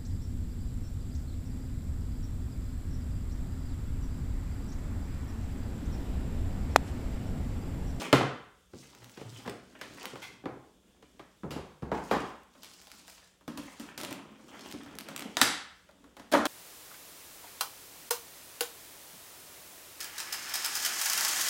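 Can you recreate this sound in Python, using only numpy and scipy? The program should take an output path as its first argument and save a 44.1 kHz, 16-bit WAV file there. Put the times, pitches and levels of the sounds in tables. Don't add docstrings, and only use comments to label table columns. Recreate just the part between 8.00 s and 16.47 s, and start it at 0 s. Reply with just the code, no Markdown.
import sys
import numpy as np
from scipy import signal
from scipy.fft import rfft, irfft, next_fast_len
from scipy.io import wavfile
from scipy.ndimage import uniform_filter1d, map_coordinates

SR = 44100
rng = np.random.default_rng(int(sys.argv[2]) if len(sys.argv) > 2 else 0)


def inscribe(sig):
    pcm = np.round(np.clip(np.atleast_2d(sig).T, -1, 1) * 32767)
    wavfile.write(sys.argv[1], SR, pcm.astype(np.int16))


def gain_from_db(level_db):
    decades = np.asarray(level_db, float) / 20
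    return 10 ** decades


N = 373527


def unit(x):
    return x / np.sqrt(np.mean(x ** 2) + 1e-20)


def along(points, hz):
    f, v = np.transpose(points)
    return np.interp(np.log(hz + 1), np.log(f + 1), v)


def filtered(x, response):
    m = next_fast_len(N + SR // 2)
    return irfft(rfft(x, m) * response(np.fft.rfftfreq(m, 1 / SR)), m)[..., :N]


def body(modes, plain_db, dull_hz=1e6, edge_hz=1e6):
    def response(f):
        total = gain_from_db(plain_db) / (1 + 1j * f / dull_hz) / (1 + 1j * f / edge_hz)
        for centre, width, db in modes:
            total = total + gain_from_db(db) * 1j * f * width / (centre * centre - f * f + 1j * f * width)
        return total
    return response


def wobble(rate):
    return map_coordinates(rng.standard_normal(int(N * rate / SR) + 4), [np.arange(N) * rate / SR])


def grainy(per_second, spread_db, noise_share):
    size_db = spread_db * np.minimum(rng.exponential(size=N), 2.5)
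    slips = (rng.random(N) < per_second / SR) * gain_from_db(size_db) * rng.choice([-1, 1], N)
    return unit(slips) + noise_share * rng.standard_normal(N)


def patchy(x, depth_db):
    z = signal.stft(x, nperseg=256)[2]

    def smooth(hz_size, time_size):
        over_hz = uniform_filter1d(rng.standard_normal(z.shape), size=hz_size, axis=0)
        return unit(uniform_filter1d(over_hz, size=time_size, axis=1))

    field = smooth(hz_size=60, time_size=5) + .4 * smooth(hz_size=4, time_size=8)
    return unit(signal.istft(z * gain_from_db(depth_db * field), nperseg=256)[1][:N])


def blows(contacts, ringing, band_db):
    range_limits = [60, 400, 1500, 5000, 16500]
    tick_grows = 1.31
    t = np.arange(SR // 8) / SR
    near, far = np.zeros((2, 4, N + len(t)))
    for s, knock_db, heft_db, bite_db, ms in contacts:
        life = np.clip(ms, .2, 60) / 1000 * np.array([[1.8], [1.4], [.8], [.5]])
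        tilt_db = np.array([heft_db, 0, bite_db, tick_grows * bite_db])
        gain = gain_from_db(knock_db + tilt_db + band_db)[:, None]
        swell = 1 - np.exp(-t / (0.089 * life))
        chatter = gain * rng.standard_normal((4, len(t))) * np.exp(-t / life) * swell
        at = max(round(s * SR), 0)
        near[:, at:at + len(t)] += chatter
        far[:, at:at + len(t)] += 0.41 * chatter
        far[:, at + SR // 300] += (gain * np.sqrt(life * SR / 2))[:, 0]
    out = np.zeros((2, N))
    centres = np.sqrt(np.multiply(range_limits[1:], range_limits[:-1]))
    for k, (lo, hi) in enumerate(zip(range_limits, range_limits[1:])):
        spread = np.sqrt(SR / 2 / (hi - lo))
        band = signal.butter(2, [lo, hi], "band", fs=SR, output="sos")
        share = np.transpose([centres, np.eye(4)[k]])
        out[0] += spread * signal.sosfilt(band, near[k, :N])
        out[1] += spread * filtered(far[k, :N], lambda f: along(share, f))
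    return filtered(out, ringing)


def box_on_table():
    # (time [s], knock [dB], heft = bass over knock [dB],
    # bite = click over knock [dB], contact [ms])
    knocks = [(0.128, -10.5, -11.5, -6.5, 5.4), (0.209, -23.5, -7.5, -20, 6.4),
              (0.734, -52.5, 9, -6.5, 6.7), (1.173, -47.5, -1, -0.5, 6.8), (1.21, -46.5, -1.5, -8, 9.8),
              (1.459, -42.5, -2, -7.5, 9.5), (1.476, -33, -8, -7.5, 5.6), (1.812, -41, -21, 2, 8.5),
              (2.133, -50, 5.5, -8, 5.5), (2.156, -37, -26, -9, 4.3), (2.438, -48.5, 2, -44, 6),
              (2.456, -28.5, -7, -18.5, 4.7), (3.025, -54.5, -4, -1.5, 5.4), (3.194, -42.5, -13, -8.5, 6.6)]
    # (frequency [Hz], width [Hz], level [dB])
    cardboard = [(134, 15, 11), (196, 26, 2), (272, 100, 6.5), (395, 190, -1.5), (686, 60, -10),
                 (990, 25, -6), (1200, 130, -18.5)]
    return blows(knocks, body(cardboard, -8.0, dull_hz=3000, edge_hz=3600), band_db=(1, -0.5, 10.5, 16))


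def box_on_floor():
    # (time [s], knock [dB], heft [dB], bite [dB], contact [ms])
    landings = [(3.433, -31.5, -5.5, -26, 4.6), (3.507, -34.5, -6.5, -2, 5),
                (3.561, -32.5, -3.5, -12.5, 5.2), (3.822, -33, -2, -19, 6), (3.916, -18, -17, -25, 5.7),
                (4.111, -13, -22, -17.5, 7.2)]
    # (frequency [Hz], width [Hz], level [dB])
    floor = [(71, 19, 0.5), (150, 22, 2.5), (204, 60, 0.5), (299, 89, -5), (437, 173, -5),
             (713, 137, -12.5), (900, 90, -21)]
    return blows(landings, body(floor, -17.0, dull_hz=6190, edge_hz=36000), band_db=(3.1, -1.5, 11.5, 13.5))


def tray_snaps():
    # (time [s], knock [dB], heft [dB], bite [dB], contact [ms])
    snaps = [(4.552, -49.5, -20, -11, 5.8), (4.632, -49, -18, 4, 5.4), (5.409, -53.5, -14, -9.5, 5.2),
             (5.478, -35, 0, -8, 6.1), (5.574, -39, 1, -1, 7.1), (5.797, -45, 5, 2, 5.8),
             (5.977, -37.5, -1, 2.5, 5), (6, -38, -14, -3.5, 6.8), (6.033, -33.5, -4, -2.5, 5.2),
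             (6.108, -37.5, -6, -4, 6.2), (6.394, -47, -11, -24, 5.2), (6.646, -45, -21, -12.5, 3.6),
             (6.739, -45, 12, -14, 5.2), (6.861, -38.5, -4, -12.5, 4.5), (7.086, -35.5, -28, -4.5, 4.3),
             (7.89, -48, -19, -13, 4.8), (8.041, -49.5, -4, -10, 5.3), (8.167, -42.5, -11, -7.5, 6.7),
             (8.196, -42, -8, -8, 5.7), (8.316, -35, -9, -4, 16), (8.323, -23, -13.5, -6, 7.5),
             (8.335, -13.5, -18.5, -15.5, 10.3), (8.349, -11, -19, -28, 5.2), (8.454, -19.5, -17, -5.5, 6)]
    # (frequency [Hz], width [Hz], level [dB])
    plastic = [(231, 15, 5.5), (282.6, 27, 10.5), (400, 100, -43), (562, 65, -1), (1000, 340, -14.5),
               (1370, 270, -18.5), (1814, 48, -23.5), (3150, 390, -14)]
    return blows(snaps, body(plastic, -9.0, dull_hz=11100, edge_hz=16000), band_db=(-0.5, 0.5, 7, 11.5))


def lid_catches():
    # (time [s], knock [dB], heft [dB], bite [dB], contact [ms])
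    releases = [(7.369, -22, -20, -3, 2.7), (7.414, -18, -12.5, 2, 5)]
    # (frequency [Hz], width [Hz], level [dB])
    lid_modes = [(273, 44, 7), (977, 88, -2), (1440, 170, 2.5), (1790, 120, 2), (3720, 690, -4.5),
                 (4770, 460, -3), (5920, 700, -5.5), (7660, 1600, -3)]
    return blows(releases, body(lid_modes, -4.5, dull_hz=12000, edge_hz=20000), band_db=(2.5, -0.5, 5.5, 4))


def handling():
    # (time [s], pressure [dB], slip [dB])
    dying_knock = [(0.0, -33, -40), (0.11, -49, -61.5)]
    # (time [s], pressure [dB], slip [dB])
    on_box = [(0.72, -67.5, -70.5), (0.79, -84, -58), (0.9, -63, -66), (1.23, -62.5, -62.5),
              (1.41, -54, -55), (1.57, -65.5, -71.5), (1.79, -55, -68.5), (1.85, -52.5, -65.5),
              (1.98, -58, -56), (2.08, -52, -57.5), (2.18, -69, -63.5), (2.31, -60, -65.5),
              (2.47, -67.5, -95), (2.65, -63, -80), (2.74, -67, -95), (2.97, -66.5, -83),
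              (3.11, -64, -80.5), (3.4, -73, -78)]
    on_floor = [(3.95, -40, -59), (4.056, -63, -59), (4.17, -38.5, -54.5), (4.3, -64, -65.5)]
    on_bag = [(4.5, -74, -77.5), (4.64, -60, -63), (4.792, -67, -58.5), (5.058, -65, -62),
              (5.12, -75.5, -56), (5.272, -75, -70), (5.42, -69, -101)]
    on_tray = [(5.5, -70, -63), (5.54, -71, -64), (5.638, -56, -53.5), (5.694, -59.5, -50.5),
               (5.87, -50.5, -59), (6.02, -62, -85), (6.092, -40, -56), (6.246, -53.5, -77.5),
               (6.484, -56.5, -57.5), (6.628, -50, -54), (6.726, -55, -59), (6.972, -49, -69),
               (7.288, -42, -55.5), (7.35, -85, -61)]
    on_lid = [(7.75, -73.5, -70), (7.934, -70, -79), (8.056, -55, -83), (8.152, -68.5, -76.5),
              (8.3, -65, -69)]
    # (middle [s], length [s], level before the grip [dB])
    drags = [(1.034, 0.092, -63), (1.312, 0.11, -47.5), (1.91, 0.091, -54.5), (2.2, 0.28, -63),
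             (2.405, .1, -66), (6.103, 0.11, -57.5), (7.28, 0.21, -72.5)]
    # (frequency [Hz], width [Hz], level [dB])
    table_modes = [(208, 120, -2.5), (272, 146, -0.5), (406, 270, -9.5)]
    # (frequency [Hz], relative level [dB])
    scrape_tone = [(250, -20), (500, -1), (1000, -1.5), (2000, -5.5), (3300, -5.5), (6000, -61.5),
                   (10000, -54)]
    rustle_tone = [(1200, -70), (2500, -13), (5000, -6), (8000, -9.5), (12000, -20), (16000, -18)]
    # (drumming over pressure, scraping over the blend, rustling over slip), dB
    card, film, shell = (-3, -1.2, -1), (-5, -0.74, -0.77), (-5, -2.5, -5.5)
    pressure_share = 0.51
    strokes = [(dying_knock, card), (on_box, card), (on_floor, card),
               (on_bag, film), (on_tray, shell), (on_lid, shell)]

    t, gains = np.arange(N) / SR, np.zeros((4, N))
    for stroke, material_db in strokes:
        s, pressure_db, slip_db = np.transpose(stroke)
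        fade = np.clip(np.minimum(t - s[0], s[-1] - t) / .03 + 1, 0, 1)
        blend_db = pressure_share * pressure_db + (1 - pressure_share) * slip_db
        curves = zip([pressure_db, blend_db, slip_db], material_db)
        gains[:3] += fade * gain_from_db([np.interp(t, s, curve + db) for curve, db in curves])
    gains[3] = sum(gain_from_db(db) * np.exp(-(2 * (t - s) / length) ** 2) for s, length, db in drags)

    grip = gain_from_db(1.5 * wobble(25))
    drum = unit(filtered(grainy(120, 7, 0.8), lambda f: body(table_modes, -60)(f) ** 2))
    scrape = patchy(filtered(grainy(300, 1.25, 0.93), lambda f: gain_from_db(along(scrape_tone, f))), depth_db=6.0)
    rustle = patchy(filtered(grainy(200, 5.1, 0.97), lambda f: gain_from_db(along(rustle_tone, f))), depth_db=3.5)
    table_hum = unit(filtered(grainy(100, 3, 0.21), lambda f: body([(115, 22, 0)], -60)(f) ** 2))
    return grip * np.sum(gains * [drum, scrape, rustle, table_hum], axis=0)


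def ping():
    # (time [s], level before its rise and fall [dB])
    scuffs = [(2.217, -25.5)]
    # (frequency [Hz], width [Hz], level [dB])
    hard_modes = [(1050, 250, -5), (1600, 200, -4), (2095, 80, 3), (2350, 500, -4), (3150, 250, -5)]
    rise_s, fall_s = 0.013, 0.02
    t, push = np.arange(N) / SR, np.zeros(N)
    for s, db in scuffs:
        since = np.maximum(t - s, 0)
        push += gain_from_db(db) * (1 - np.exp(-since / rise_s)) * np.exp(-since / fall_s)
    return filtered(push * grainy(900, 3, 1.0), body(hard_modes, -35))


def crackles():
    # (time [s], treble peak [dB])
    clicks = [(0.8418, -46), (0.949, -40), (1.0434, -37.5), (1.0949, -42), (1.4955, -30.5), (2.0293, -33.5),
              (2.0547, -24), (4.4329, -52.5), (4.645, -36.5), (4.7136, -43.5), (4.8148, -42), (4.8703, -41),
              (4.9013, -45), (4.9157, -34.5), (5.0794, -35.5), (5.0976, -40), (6.0125, -27), (6.0484, -26),
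              (6.1268, -27), (6.5929, -41), (6.7009, -40.5), (6.7126, -31), (6.7239, -31), (6.8334, -40),
              (6.9526, -38), (6.9667, -46.5), (6.986, -24.5), (7.002, -35), (7.0082, -29.5), (7.1621, -22),
              (7.1771, -27.5), (7.1935, -25.5), (7.206, -31), (7.2222, -30), (7.9109, -52)]
    pop_db = 4.5
    out, t = np.zeros(N + SR), np.arange(SR // 50) / SR
    for s, db in clicks:
        click = np.cos(2 * np.pi * rng.uniform(1600, 3300) * t) * np.exp(-t / 0.00013)
        fizz = 0.37 * rng.standard_normal(len(t)) * np.exp(-t / 0.0017)
        out[round((s + .0008) * SR):][:len(t)] += gain_from_db(db + pop_db) * (click + fizz)
    thin = signal.sosfilt(signal.butter(2, 900, "high", fs=SR, output="sos"), out[:N])
    return filtered(thin, body([], 0, dull_hz=8350))


def room(x):
    # (frequency [Hz], time to fall by 60 dB [s])
    decay_times = [(80, 0.56), (210, 0.48), (560, 0.51), (1500, 0.65), (3900, 0.53), (10000, 0.38),
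                   (16000, 0.13)]
    out, step, size = np.zeros(N + 2 * SR), SR // 5, 3 * SR // 4
    for at in range(0, N, step):
        hz, t, z = signal.stft(rng.standard_normal(size), SR, nperseg=256)
        decay = gain_from_db(-60 * t / along(decay_times, hz)[:, None])
        tail = signal.istft(z * decay, SR, nperseg=256)[1][:size]
        tail = tail * (1 - np.exp(-(np.arange(size) / SR / 0.0019) ** 2))
        wet = signal.fftconvolve(x[at:at + step], tail / np.linalg.norm(tail))
        out[at:at + len(wet)] += wet
    return out[:N]


def hush():
    # (frequency [Hz], relative level [dB])
    air_tone = [(15, -47.5), (25, 3), (59, 15), (130, -2), (180, 1.5), (223, -24), (489, -1.5), (641, -9),
                (1160, -31.5), (3520, -7), (4030, -16.5), (7310, -13.5), (11500, -21.5), (16000, -24)]
    # (frequency [Hz], level [dB])
    hum_tones = [(184, -75)]
    air = unit(filtered(rng.standard_normal(N), lambda f: gain_from_db(along(air_tone, f))))
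    hum = np.zeros(N)
    for hz, db in hum_tones:
        level = gain_from_db(db + 1.2 * wobble(6)) * np.sqrt(2)
        hum += level * np.sin(2 * np.pi * hz * np.arange(N) / SR + 0.72 * wobble(5))
    return gain_from_db(-66.5 + 0.95 * wobble(12.0)) * air + hum


def scene():
    box, drops, tray, lid = box_on_table(), box_on_floor(), tray_snaps(), lid_catches()
    hands, pops = handling() + ping(), crackles()
    to_walls = gain_from_db(-4.0) * box[1] + gain_from_db(2.5) * drops[1] + gain_from_db(-2.5) * tray[1] + gain_from_db(-4.0) * lid[1]
    to_walls += gain_from_db(-2.5) * hands + gain_from_db(-6.5) * pops
    near = box[0] + drops[0] + tray[0] + lid[0] + hands + pops
    return (near + room(to_walls) + hush())[None]


def roll_off(x):
    return signal.sosfilt(signal.butter(12, 16830, fs=SR, output="sos"), x)


def record(dry):
    top_hz, bass_hz = 15900, 45
    soft = dry[0] / (1 + np.abs(dry[0] / .6) ** 3) ** (1 / 3)
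    mix = filtered(soft, lambda f: (f < top_hz) * (1j * f / (1j * f + bass_hz)) ** 2)[None]
    return roll_off(mix)


dry = scene()
out = record(dry)
inscribe(out)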